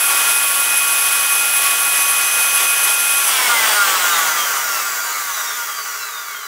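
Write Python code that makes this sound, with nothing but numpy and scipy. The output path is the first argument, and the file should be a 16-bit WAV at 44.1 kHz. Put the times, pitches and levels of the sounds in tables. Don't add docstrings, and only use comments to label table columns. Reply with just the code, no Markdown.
import sys
import numpy as np
from scipy import signal
from scipy.fft import rfft, irfft, next_fast_len
from scipy.io import wavfile
from scipy.ndimage import uniform_filter1d, map_coordinates

SR = 44100
rng = np.random.default_rng(int(sys.argv[2]) if len(sys.argv) > 2 else 0)


def unload_audio(sound):
    columns = np.transpose(np.atleast_2d(sound))
    steps = np.round(np.clip(columns, -1, 1) * 32767)
    wavfile.write(sys.argv[1], SR, steps.astype(np.int16))


N = 285327
FULL_SPEED = 278.1
CUTOFF_HZ = 15650

# t/s, blade tone level/dB, bar tone level/dB
TILT_TONES = [(0.0, -31.5, -46), (0.12, -27.5, -37), (0.4, -28, -35), (0.5, -31.5, -45), (0.74, -26, -32),
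              (1.7, -27.5, -36), (2.5, -26.5, -28.5), (3.1, -26.5, -32)]


def from_db(db):
    return 10 ** (np.asarray(db) / 20)


def rms_one(x):
    return x / np.sqrt(np.mean(np.abs(x) ** 2) + 1e-20)


def evened(x, size=5000):
    return x / np.sqrt(uniform_filter1d(x * x, size) + 1e-20)


def in_time(rows):
    s, *columns = np.transpose(rows)
    return [np.interp(np.arange(N) / SR, s, c) for c in columns]


def drift(rate):
    step = 40
    r = np.exp(-2 * step * np.pi * rate / SR)
    grain = rng.standard_normal(N // step + 2002)
    slow = signal.lfilter([1], [1, -2 * r, r * r], grain)[2000:]
    return np.interp(np.arange(N) / step, np.arange(len(slow)), rms_one(slow))


def noise(spectrum):
    hz, db = np.transpose(spectrum)
    size = next_fast_len(N)
    bins = np.maximum(np.arange(size // 2 + 1) * SR / size, 1)
    gain = from_db(np.interp(np.log(bins), np.log(hz), db))
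    white = rng.standard_normal(size)
    return rms_one(irfft(rfft(white) * gain, size)[:N])


def resonate(x, modes):
    out = np.zeros(N)
    for k, (hz, width, db) in enumerate(modes):
        r = np.exp(-np.pi * width / SR)
        poles = [1, -2 * r * np.cos(2 * np.pi * hz / SR), r * r]
        ringing = (1 - r * r) / 2 * signal.lfilter([1, 0, -1], poles, x)
        out += (-1) ** k * from_db(db) * ringing
    return out


def radiate(x, modes):
    return sum(resonate(x, [mode]) for mode in modes)


def tone(turns, multiple, flutter_db, wobble):
    flutter = from_db(flutter_db * drift(17.0))
    phase = 2 * np.pi * multiple * turns + wobble * drift(18)
    return np.sqrt(2) * flutter * np.sin(phase)


def shaft():
    cut_s, drive_fade_s = 3.179, .116
    friction, grease_drag, air_drag = 27.99, .0885, .001546
    step_s = .001
    times = np.arange(0, N / SR + step_s, step_s)
    speeds = [FULL_SPEED]
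    for t in times[:-1]:
        v = speeds[-1]
        released = min(max((t - cut_s) / drive_fade_s, 0), 1)
        braking = friction + grease_drag * v + air_drag * v * v
        speeds.append(v - step_s * released * braking)
    return np.interp(np.arange(N) / SR, times, speeds)


def level(speed, powered_db, loose_db, loose_within, fall_db, knee):
    loose = np.clip((FULL_SPEED - speed) / loose_within, 0, 1)
    halvings = np.maximum(np.log2(knee / speed), 0)
    return powered_db + loose_db * loose - fall_db * halvings


def short_changes():
    # start t/s, length t/s, air level/dB, rotor knock level/dB, brush hiss level/dB
    changes = [(0.088, 0.24, 2.5, 2.5, 2), (1.62, .07, -1, 2, 2), (2.595, 0.068, 4, 2.5, 2.5),
               (2.868, 0.051, 3.5, 2, 2.5), (3.497, 0.047, 0.5, 6, -0.5), (3.67, 0.076, 1.5, 1.5, 1),
               (3.754, 0.095, -4.5, 7, -1), (4.05, .24, 0.5, 2.8, 1)]
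    edge_s = .025
    t = np.arange(N) / SR
    extra = np.zeros((3, N))
    for start, length, *db in changes:
        inside_s = np.minimum(t - start, start + length - t)
        extra += np.outer(db, np.clip(.5 + inside_s / edge_s, 0, 1))
    return extra


def strengths(speed):
    air_db = level(speed, powered_db=-36.5, loose_db=5.5, loose_within=25, fall_db=12.5, knee=183)
    knock_db = level(speed, powered_db=-25.5, loose_db=4.4, loose_within=91, fall_db=5.6, knee=175)
    hiss_db = level(speed, powered_db=-23.0, loose_db=3.0, loose_within=9, fall_db=6.0, knee=202)
    hiss_db = hiss_db - 4.5 * np.maximum(np.log2(67 / speed), 0)
    waver_db = 0.4 * drift(7.1)
    return np.array([air_db, knock_db, hiss_db]) + short_changes() + waver_db


def workshop():
    # f/Hz, relative level/dB per Hz
    room_colour = [(25, -34), (55, -17), (120, -5.5), (250, -2.5), (360, -4), (425, 14.5), (540, -15),
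                   (700, -13), (1500, 3.5), (8000, -18)]
    return from_db(-50.0) * noise(room_colour)


def squeaks(wobble):
    # start t/s, end t/s, f/Hz, level/dB
    squeak_list = [(.3, 1.6, 15020, -39), (1.7, 3.2, 12905, -43), (3.68, 3.85, 9300, -33),
                   (3.68, 3.85, 9030, -33)]
    t = np.arange(N) / SR
    out = np.zeros(N)
    for start, end, hz, db in squeak_list:
        held = np.clip(np.minimum(t - start, end - t) / .015, 0, 1)
        out += held * from_db(db) * tone(t, hz, flutter_db=6.0, wobble=wobble)
    return out


def bearing(turns, speed):
    db = level(speed, powered_db=-42.5, loose_db=13.5, loose_within=14, fall_db=45, knee=240)
    return from_db(db) * tone(turns, 4.033, flutter_db=3.0, wobble=0.98)


def chatter(turns, speed):
    # f/multiples of shaft speed, width/the same multiples, relative level/dB
    chatter_bands = [(41.3, 7, -2), (67.3, 3, -1), (75.7, 6, -6.5), (88.5, 2.5, -4), (118, 26, -1.5)]
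    out = np.zeros(N)
    for multiple, width, db in chatter_bands:
        grain = rng.standard_normal((2, N // 10))
        a, b = (map_coordinates(g, [turns * width], order=3, mode="wrap") for g in grain)
        angle = 2 * np.pi * multiple * turns
        band = a * np.cos(angle) + b * np.sin(angle)
        audible = np.clip((SR / 2 - multiple * speed) / (SR / 2 - CUTOFF_HZ), 0, 1)
        out += from_db(db) * audible ** 2 * band
    return out


def commutator(turns, speed, hiss_db, bar_db, loose_db, fall_db, brush_cut_hz):
    # f/multiples of the bar rate, relative level/dB, phase wobble/radians
    bar_partials = [(1, 2, 0.17), (2, -0.8, 0.6), (3, -1, 1.7), (4, -3.5, 2.2)]
    # f/Hz, width/Hz, relative level/dB
    frame = [(2240, 70, -4), (2720, 70, -4), (3250, 100, -2), (3703, 100, -0.5), (4016, 96, -1.5),
             (4700, 350, -5), (5570, 240, -2), (6025, 390, 0.5), (6980, 280, 1), (7700, 290, 1),
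             (9000, 490, -4.5), (11060, 830, -3), (14000, 430, -1), (15050, 730, 0)]
    bars = np.zeros(N)
    for k, db, wobble in bar_partials:
        multiple = k * 22
        smoothed = 1 / (1 + (multiple * speed / brush_cut_hz) ** 6)
        bars += smoothed * from_db(db) * tone(turns, multiple, flutter_db=2.2, wobble=wobble)
    tilt_db = in_time(TILT_TONES)[1]
    bars_db = tilt_db + level(speed, bar_db, loose_db, loose_within=6.6, fall_db=fall_db, knee=300)
    rough = from_db(hiss_db - 5.5) * chatter(turns, speed)
    return radiate(from_db(bars_db) * bars, frame) + resonate(rough, frame)


def sizzle(turns, speed, db, flicker_db, fade_db, squeal_fade_db):
    # f/Hz, width/Hz, relative level/dB
    brush_modes = [(8320, 500, -11), (9410, 240, -6), (10400, 460, -3.5), (10900, 520, -0.5),
                   (11450, 1050, -5), (15020, 130, -14)]
    # f/multiples of shaft speed, level/dB relative to the ringing at full speed
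    whistles = [(39.45, -12.5), (39, -10), (40.4, -15)]
    ringing = rms_one(resonate(rng.standard_normal(N), brush_modes))
    slowed = FULL_SPEED - speed
    for multiple, squeal_db in whistles:
        whistle = tone(turns, multiple, flutter_db=3.2, wobble=2.1)
        ringing += from_db(squeal_db - squeal_fade_db * slowed) * whistle
    overall_db = db - fade_db * np.maximum(slowed - 8, 0) + flicker_db * drift(34)
    return from_db(overall_db) * ringing


def brushes(turns, speed, hiss_db, throb):
    # f/Hz, relative level/dB per Hz
    fast_colour = [(500, -29), (1900, 1.5), (2500, 3), (3300, 5.5), (3900, -3.5), (4350, -1.5),
                   (4800, -1.5), (5200, 0), (5800, 1), (6600, -1.5), (7600, 1.5), (8600, 2), (11500, -6),
                   (15600, 0)]
    # f/Hz, relative level/dB per Hz
    slow_colour = [(700, -29.5), (1900, 6), (2600, -1.5), (3900, -8), (4400, -1.5), (4850, 2), (5150, -3.5),
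                   (5800, 4.5), (7400, 3.5), (8400, -1), (10700, -2.5), (11700, -3), (13400, 2), (15300, 2)]
    pressure = 1 + throb * np.cos(2 * np.pi * turns)
    fast = np.clip((speed - 130) / 110, 0, 1)
    sliding = np.sqrt(fast) * from_db(3.5) * noise(fast_colour)
    sliding += np.sqrt(1 - fast) * from_db(3.0) * noise(slow_colour)
    return from_db(hiss_db) * pressure * sliding


def rotor_knock(turns, speed, uneven_db, rub_db, wander, loose):
    # f/Hz, width/Hz, relative level/dB
    housing = [(432, 19, -20.5), (631, 34, -15.5), (834, 16, -12), (946, 16.3, -5.5), (1125, 51, 0),
               (1203, 51, -1), (1307, 51, -3.5), (1417, 34.7, 3), (1553, 45, -3.5), (1687, 53, -9),
               (1984, 50, -6.5), (2267, 66, -12), (2714, 24, -16.5), (2920, 59, -15), (3388, 30, -12),
               (3884, 70, -13.5), (4840, 55, -13)]
    spread = wander + loose * np.clip((170 - speed) / 110, 0, 1)
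    angles = (np.arange(8) + rng.uniform(-.35, .35, 8)) / 8
    hits = np.zeros(N)
    for k, angle in enumerate(angles):
        at = np.flatnonzero(np.diff(np.floor(turns + angle)))
        strength = np.ones(N) if k == 0 else spread * drift(5.8)
        uneven = from_db(uneven_db * rng.standard_normal(N // 100)[:len(at)])
        hits[at] += strength[at] * uneven
    force = hits / np.sqrt((1 + (len(angles) - 1) * spread ** 2) * speed / SR)
    slip = np.exp(2j * np.pi * .033 * turns)
    force = np.real(signal.hilbert(force, next_fast_len(N))[:N] * slip)
    rubbing = from_db(rub_db) * rng.standard_normal(N)
    ringing = resonate(force + rubbing, housing)
    return evened(signal.sosfilt(signal.butter(2, 330, "high", fs=SR, output="sos"), ringing))


def impeller(turns, speed, air_db, whine_db, fall_db):
    # f/Hz, relative level/dB per Hz
    air_colour = [(25, -66), (60, -43), (110, -25.5), (200, -14.5), (310, -8.5), (440, -3.5), (560, -2),
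                  (800, 3.5), (1500, 4.5), (2350, -2), (3350, -0.5), (3900, -7), (7000, -10), (16000, -29)]
    # f/Hz, width/Hz, relative level/dB
    cover = [(2508.3, 52, 2.14), (2200, 43, 6), (2060, 49, 8), (1460, 200, -15)]
    blades = tone(turns, 9, flutter_db=1.5, wobble=0.083)
    tilt_db = in_time(TILT_TONES)[0]
    blades_db = tilt_db + whine_db - fall_db * np.log2(FULL_SPEED / speed)
    whine = radiate(from_db(blades_db) * blades, cover)
    air = from_db(air_db + 9.0 + 0.21 * drift(17)) * noise(air_colour)
    return whine + air


def scene():
    speed = shaft()
    turns = np.cumsum(speed) / SR
    air_db, knock_db, hiss_db = strengths(speed)
    driven = np.clip((speed - 230) / 40, 0, 1)
    knock = rotor_knock(turns, speed, uneven_db=2.0, rub_db=-10 + 6 * driven, wander=.22, loose=.9)
    sound = workshop() + squeaks(wobble=1.3) + bearing(turns, speed)
    sound += commutator(turns, speed, hiss_db, bar_db=0.0, loose_db=4.0, fall_db=3.2, brush_cut_hz=7200)
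    sound += sizzle(turns, speed, db=-19.5, flicker_db=1.3, fade_db=.28, squeal_fade_db=1.8)
    sound += brushes(turns, speed, hiss_db, throb=0.078)
    sound += from_db(knock_db) * knock
    sound += impeller(turns, speed, air_db, whine_db=1.0, fall_db=5.5)
    return np.array([sound, sound])


def record(dry):
    thin = signal.sosfilt(signal.butter(2, 48, "high", fs=SR, output="sos"), dry)
    return signal.sosfilt(signal.ellip(12, .1, 90, CUTOFF_HZ, fs=SR, output="sos"), thin)


dry = scene()
out = record(dry)
unload_audio(out)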